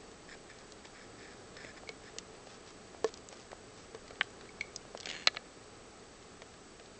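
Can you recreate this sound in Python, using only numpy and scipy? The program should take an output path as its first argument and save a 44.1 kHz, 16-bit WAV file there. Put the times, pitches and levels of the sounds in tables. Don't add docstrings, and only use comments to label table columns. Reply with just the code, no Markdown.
import sys
import numpy as np
from scipy import signal
from scipy.fft import rfft, irfft, next_fast_len
from scipy.io import wavfile
from scipy.ndimage import map_coordinates

SR = 44100
rng = np.random.default_rng(int(sys.argv[2]) if len(sys.argv) > 2 else 0)


def wav_record(signal):
    frames = np.transpose(np.atleast_2d(signal))
    bounded = np.clip(frames, -1, 1)
    quanta = np.round(bounded * 32767).astype(np.int16)
    wavfile.write(sys.argv[1], SR, quanta)


N = 308386
TIME = np.arange(N) / SR
HIT_SAMPLES = 8192
HIT_HZ = np.fft.rfftfreq(HIT_SAMPLES, 1 / SR)
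HIT_AGE = np.arange(HIT_SAMPLES) / SR

# (frequency [Hz], gain [dB])
AIR_EQ = [(12, -31), (20, -3), (37, -9), (114, -8), (146, -12), (178, -6.5), (340, -8), (405, -4),
          (532, -10), (812, -11.5), (874, -17), (1090, -14.5), (1300, -15.5), (2960, -22), (7600, -23.5),
          (9880, -51), (16700, -120)]
# (frequency [Hz], width [Hz], gain [dB])
HUM_MODES = [(118, 18, -3), (435, 70, -1), (827, 13, -3), (1150, 70, -12), (1299, 18, -3.5),
             (1660, 40, -11), (4610, 90, -11)]
# (time [s], level [dB])
TONE_RIDE = [(0.0, -54), (0.56, -55.5), (1.36, -54), (3.62, -55.5), (4.15, -54), (6.99, -56.5)]
# (frequency [Hz], relative level [dB])
WHINE_PARTIALS = [(7837, -71), (7867, -72), (7897, -74), (8103, -73), (8133, -71.5), (8163, -71.5)]
# (start [s], length [s], level [dB])
FOCUS_RUNS = [(.285, 0.065, -53), (.495, 0.024, -54), (.53, .12, -63.5), (.845, 0.016, -54.5),
              (.945, 0.11, -58.5), (1.185, .16, -57.5), (1.565, 0.152, -54), (1.768, 0.016, -49.5),
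              (2.035, 0.059, -56)]
# (frequency [Hz], width [Hz], gain [dB])
LENS_MODES = [(1725, 200, -1), (2373, 260, -8.5), (3440, 470, -14.5), (5220, 220, -9), (7180, 280, -14)]
# (time [s], level [dB])
BUMP_CUES = [(0.35, -53), (1.8333, -50.5), (2.4703, -55), (2.946, -50), (3.3264, -50), (3.5293, -44),
             (4.851, -52), (4.949, -41)]
# (time [s], level [dB], ring [Hz], ring width [Hz])
TICK_CUES = [(0.7215, -50.5, 5200, 3200), (0.8543, -51, 1680, 2200), (1.5678, -49.5, 1870, 2800),
             (1.6464, -46, 1650, 900), (1.8907, -44.5, 3200, 2600), (2.1849, -35, 5500, 5400),
             (2.4701, -56, 1900, 2200), (3.0441, -40.5, 4700, 4000), (3.1404, -47.5, 5030, 2000),
             (3.174, -52, 5000, 4000), (3.288, -47.5, 6500, 1500), (3.3267, -51.5, 3290, 3800),
             (3.5161, -48.5, 1700, 2400), (3.9485, -50.5, 2200, 3400), (4.0796, -53, 3800, 4000),
             (4.1068, -50, 1500, 1500), (4.2303, -52.5, 4600, 3200), (4.4103, -51.5, 1700, 1400),
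             (4.6098, -43.5, 3800, 2400), (4.761, -38, 6000, 1400), (4.9744, -47, 4500, 3400),
             (5.001, -45, 4300, 3400), (5.0081, -46.5, 5400, 3800), (5.0308, -49.5, 3000, 2600),
             (5.0567, -39, 3500, 2200), (5.0706, -42, 2000, 1400), (5.0891, -41, 3000, 2000),
             (5.0998, -40.5, 3000, 1600), (5.1123, -40.5, 3070, 1300), (5.1318, -48, 2700, 1300),
             (5.1404, -53, 1700, 1790), (5.3459, -48.5, 1300, 1000), (5.3625, -49, 2600, 1200),
             (6.4195, -48, 1700, 2400), (6.7969, -53.5, 1700, 1400)]
# (time [s], level [dB])
POP_CUES = [(1.8745, -52), (1.8897, -41.5), (4.4902, -53), (4.609, -33)]
# (frequency [Hz], width [Hz], gain [dB])
CAVITY_MODES = [(2225, 102, 1.5), (4170, 250, -9.5)]
# (time [s], level [dB])
KNOCK_CUES = [(1.892, -44.5), (2.164, -46.5), (3.0442, -24), (3.9470, -40.5), (4.952, -48.5), (6.419, -51)]
# (frequency [Hz], width [Hz], gain [dB])
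TABLE_MODES = [(445, 32, 3), (560, 230, -26), (642, 36, -11), (1104, 72, -16), (1320, 67, -27.5),
               (1756, 50, -18), (1910, 150, -27.5)]
# (start [s], length [s], level [dB])
RUB_CUES = [(2.46, 0.11, -57.5), (2.66, 0.051, -56), (3.06, 0.035, -54), (3.31, 0.12, -58),
            (3.76, 0.091, -60), (4.05, 0.061, -64)]
# (frequency [Hz], gain [dB])
FEATHER_EQ = [(200, -31), (900, 4), (2000, -1.5), (5500, 2), (8000, -7.5)]
# (time [s], level [dB], contact length [s])
CLACK_CUES = [(4.2097, -25, 0.0021), (4.216, -38.5, 0.0026)]
# (frequency [Hz], width [Hz], gain [dB])
BEAK_MODES = [(434, 270, -17.5), (770, 105, -8.5), (1150, 99, -7.5), (1534, 110, -1), (1810, 160, -0.5),
              (2170, 164, -2), (2400, 180, -6), (2970, 220, -5.5), (3210, 150, -6), (3640, 290, -14)]
# (frequency [Hz], width [Hz], gain [dB])
SCRAPE_MODES = [(260, 140, -3), (1800, 250, 0), (2230, 170, 0), (2800, 220, 0.5), (3500, 260, -6),
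                (4230, 87, 1), (5270, 640, -15), (6300, 800, -12.5), (7030, 210, -6.5)]
# (time [s], level [dB], tearing time [s], low-pass cutoff [Hz])
CRACK_CUES = [(5.2718, -19, 0.0034, 8000), (5.2779, -42, 0.0042, 2600), (5.28, -33, 0.00493, 4270),
              (5.3687, -36, 0.004, 3100)]
# (frequency [Hz], width [Hz], gain [dB])
SHELL_MODES = [(367, 580, -13), (675, 160, -3), (1277, 116, -2), (1720, 44, 1), (1960, 81, -1),
               (2250, 126, 2), (2730, 210, -1), (3080, 130, -10), (3370, 190, -4.5), (4140, 250, 6.5),
               (4900, 220, -15), (4810, 170, -7), (6000, 1400, -11), (6920, 770, -9)]
# (frequency [Hz], time to fall 60 dB [s])
ROOM_DECAY = [(200, 0.93), (2000, 0.31), (8000, 0.3)]
# (frequency [Hz], gain [dB])
MIC_EQ = [(7200, 0), (8050, -4), (8400, -14), (8800, -26), (9100, -40)]


def amp(db):
    return 10 ** (np.asarray(db) / 20)


def unit(x):
    return x / np.sqrt(np.mean(x ** 2) + 1e-20)


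def along(points, hz):
    f, v = np.transpose(points)
    return np.interp(np.log(hz + 1), np.log(f + 1), v)


def filtered(x, response):
    size = next_fast_len(N + SR // 2)
    return irfft(rfft(x, size) * response(np.fft.rfftfreq(size, 1 / SR)), size)[:N]


def resonances(modes, f):
    return sum((-1) ** k * amp(db) * 1j * f * width / (hz * hz - f * f + 1j * f * width)
               for k, (hz, width, db) in enumerate(modes))


def minimum_phase(gain):
    cepstrum = irfft(np.log(np.maximum(gain, 1e-6)))
    cepstrum[1:HIT_SAMPLES // 2] *= 2
    cepstrum[HIT_SAMPLES // 2 + 1:] = 0
    return np.exp(rfft(cepstrum))


def noise(response):
    return unit(filtered(rng.standard_normal(N), response))


def crackle(per_s):
    return (rng.random(N) < per_s / SR) * rng.standard_normal(N)


def contact(length_s):
    window = np.exp(-(HIT_AGE / max(length_s, 1e-4)) ** 2)
    burst = rng.standard_normal(HIT_SAMPLES) * window
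    for _ in range(8):
        whitened = irfft(np.exp(1j * np.angle(rfft(burst))))
        burst = whitened * np.sqrt(window)
    return rfft(burst)


def place(track, time_s, db, hit):
    start = max(round(time_s * SR), 0)
    hit = amp(db) * hit * np.sqrt(.01 * SR / np.sum(hit ** 2))
    track[start:start + HIT_SAMPLES] += hit[:N - start]


def gate(cues, fade_s):
    return sum(amp(db) * np.clip(np.minimum(TIME - start, start + length - TIME) / fade_s + .5, 0, 1)
               for start, length, db in cues)


def background():
    times, ride_db = np.transpose(TONE_RIDE)
    drift = amp(np.interp(TIME, times, ride_db) - np.mean(ride_db))
    air = amp(-53) * noise(lambda f: amp(along(AIR_EQ, np.minimum(f, 7000))))
    room_tone = filtered(air, lambda f: 1 / (1 + (f / 2000) ** 2))
    hiss = air - room_tone
    hum = amp(-62.5) * noise(lambda f: resonances(HUM_MODES, f))
    whine = sum(amp(db) * np.sin(2 * np.pi * (hz * TIME + rng.random())) for hz, db in WHINE_PARTIALS)
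    return hiss + drift * (room_tone + hum) + amp(3) * whine


def lens_whirs():
    whir = filtered(crackle(per_s=2500), lambda f: resonances(LENS_MODES, f))
    return gate(FOCUS_RUNS, fade_s=0.011) * unit(whir)


def egg_body(hz=587, width_hz=550):
    return resonances([(hz, width_hz, 0)], HIT_HZ) ** 2


def egg_bumps():
    out = np.zeros(N)
    for time_s, db in BUMP_CUES:
        place(out, time_s, db, irfft(contact(length_s=.0045) * egg_body()))
    return out


def nibble_cues(per_s=2.8, db=-59.5, spread_db=2, lowest_hz=1480, octaves=2.2):
    when, size, spot = rng.random((int(per_s * N / SR), 3)).T
    ring_hz = lowest_hz * 2 ** (octaves * spot)
    return list(zip(when * N / SR, db + spread_db * (2 * size - 1), ring_hz, .8 * ring_hz))


def shell_ripple(depth_db=3.0, spacing_hz=331.4):
    knots = rng.standard_normal(128)
    return amp(depth_db * map_coordinates(knots, [HIT_HZ / spacing_hz], mode="mirror"))


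def shell_ticks(chatter_db=1.5, chatter_t60_s=.035, chatter_cutoff_hz=2100):
    out = np.zeros(N)
    for time_s, db, ring_hz, width_hz in TICK_CUES + nibble_cues():
        brightness = ring_hz / 2000
        contact_s = 0.0044 / brightness ** .6
        thud_db = db - 5.5 - 9 * np.log2(brightness)
        slips = rfft(unit(irfft(contact(contact_s))))
        rattle = unit(rng.standard_normal(HIT_SAMPLES) * amp(-60 * HIT_AGE / chatter_t60_s))
        chatter = rfft(rattle) / (1 + 1j * HIT_HZ / chatter_cutoff_hz)
        touch = slips + amp(chatter_db) * chatter
        colour = np.abs(resonances([(ring_hz, width_hz, 0)], HIT_HZ)) * shell_ripple()
        place(out, time_s, db, irfft(touch * minimum_phase(colour)))
        place(out, time_s, thud_db, irfft(touch * egg_body()))
    return out


def beak_pops(attack_s=0.0013):
    out = np.zeros(N)
    swell = (1 - np.exp(-HIT_AGE / attack_s)) ** 2
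    for time_s, db in POP_CUES:
        place(out, time_s, db, irfft(resonances(CAVITY_MODES, HIT_HZ)) * swell)
    return out


def table_knocks():
    out = np.zeros(N)
    for time_s, db in KNOCK_CUES:
        place(out, time_s, db, irfft(contact(length_s=0.0011) * resonances(TABLE_MODES, HIT_HZ)))
    return out


def feather_rubs():
    rustle = filtered(crackle(per_s=1500), lambda f: amp(along(FEATHER_EQ, f)))
    return gate(RUB_CUES, fade_s=0.013) * unit(rustle)


def beak_clacks():
    out = np.zeros(N)
    for time_s, db, contact_s in CLACK_CUES:
        place(out, time_s, db, irfft(contact(contact_s) * resonances(BEAK_MODES, HIT_HZ)))
    return out


def shell_grind(peak_s=5.1, peak_db=-44, hold_s=.12, grain_spread_db=3.5):
    fractures = crackle(per_s=2000) * amp(grain_spread_db * rng.standard_normal(N))
    crunch = unit(filtered(fractures, lambda f: resonances(SCRAPE_MODES, f)))
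    age = TIME - peak_s
    attack_db = 300 * np.minimum(age, 0)
    sag_db = -40 * np.maximum(age, 0)
    release_db = -298 * np.maximum(age - hold_s, 0)
    return amp(peak_db + attack_db + sag_db + release_db) * crunch


def shell_cracks():
    out = np.zeros(N)
    for time_s, db, tear_s, cutoff_hz in CRACK_CUES:
        bite = minimum_phase(1 / np.sqrt(1 + (HIT_HZ / cutoff_hz) ** 6))
        place(out, time_s, db, irfft(contact(tear_s) * bite * resonances(SHELL_MODES, HIT_HZ)))
    return out


def room_reverb(send):
    hz, age, bands = signal.stft(rng.standard_normal(SR // 2), SR, nperseg=256)
    decay = amp(-60 * age / along(ROOM_DECAY, hz)[:, None])
    tail = signal.istft(bands * decay, SR, nperseg=256)[1]
    tail = np.pad(tail, (SR // 200, 0))
    return signal.fftconvolve(send, tail / np.linalg.norm(tail))[:N]


def scene():
    foley = (shell_ticks() + egg_bumps() + shell_cracks() + beak_clacks() + table_knocks()
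             + shell_grind() + feather_rubs())
    pops = beak_pops()
    reverb = room_reverb(amp(-31.0) * foley + amp(-13.5) * pops)
    return (foley + pops + reverb + lens_whirs() + background())[None]


def record(dry):
    limit_hz = 9082
    return filtered(dry[0], lambda f: amp(along(MIC_EQ, f)) * (f < limit_hz))[None]


dry = scene()
out = record(dry)
wav_record(out)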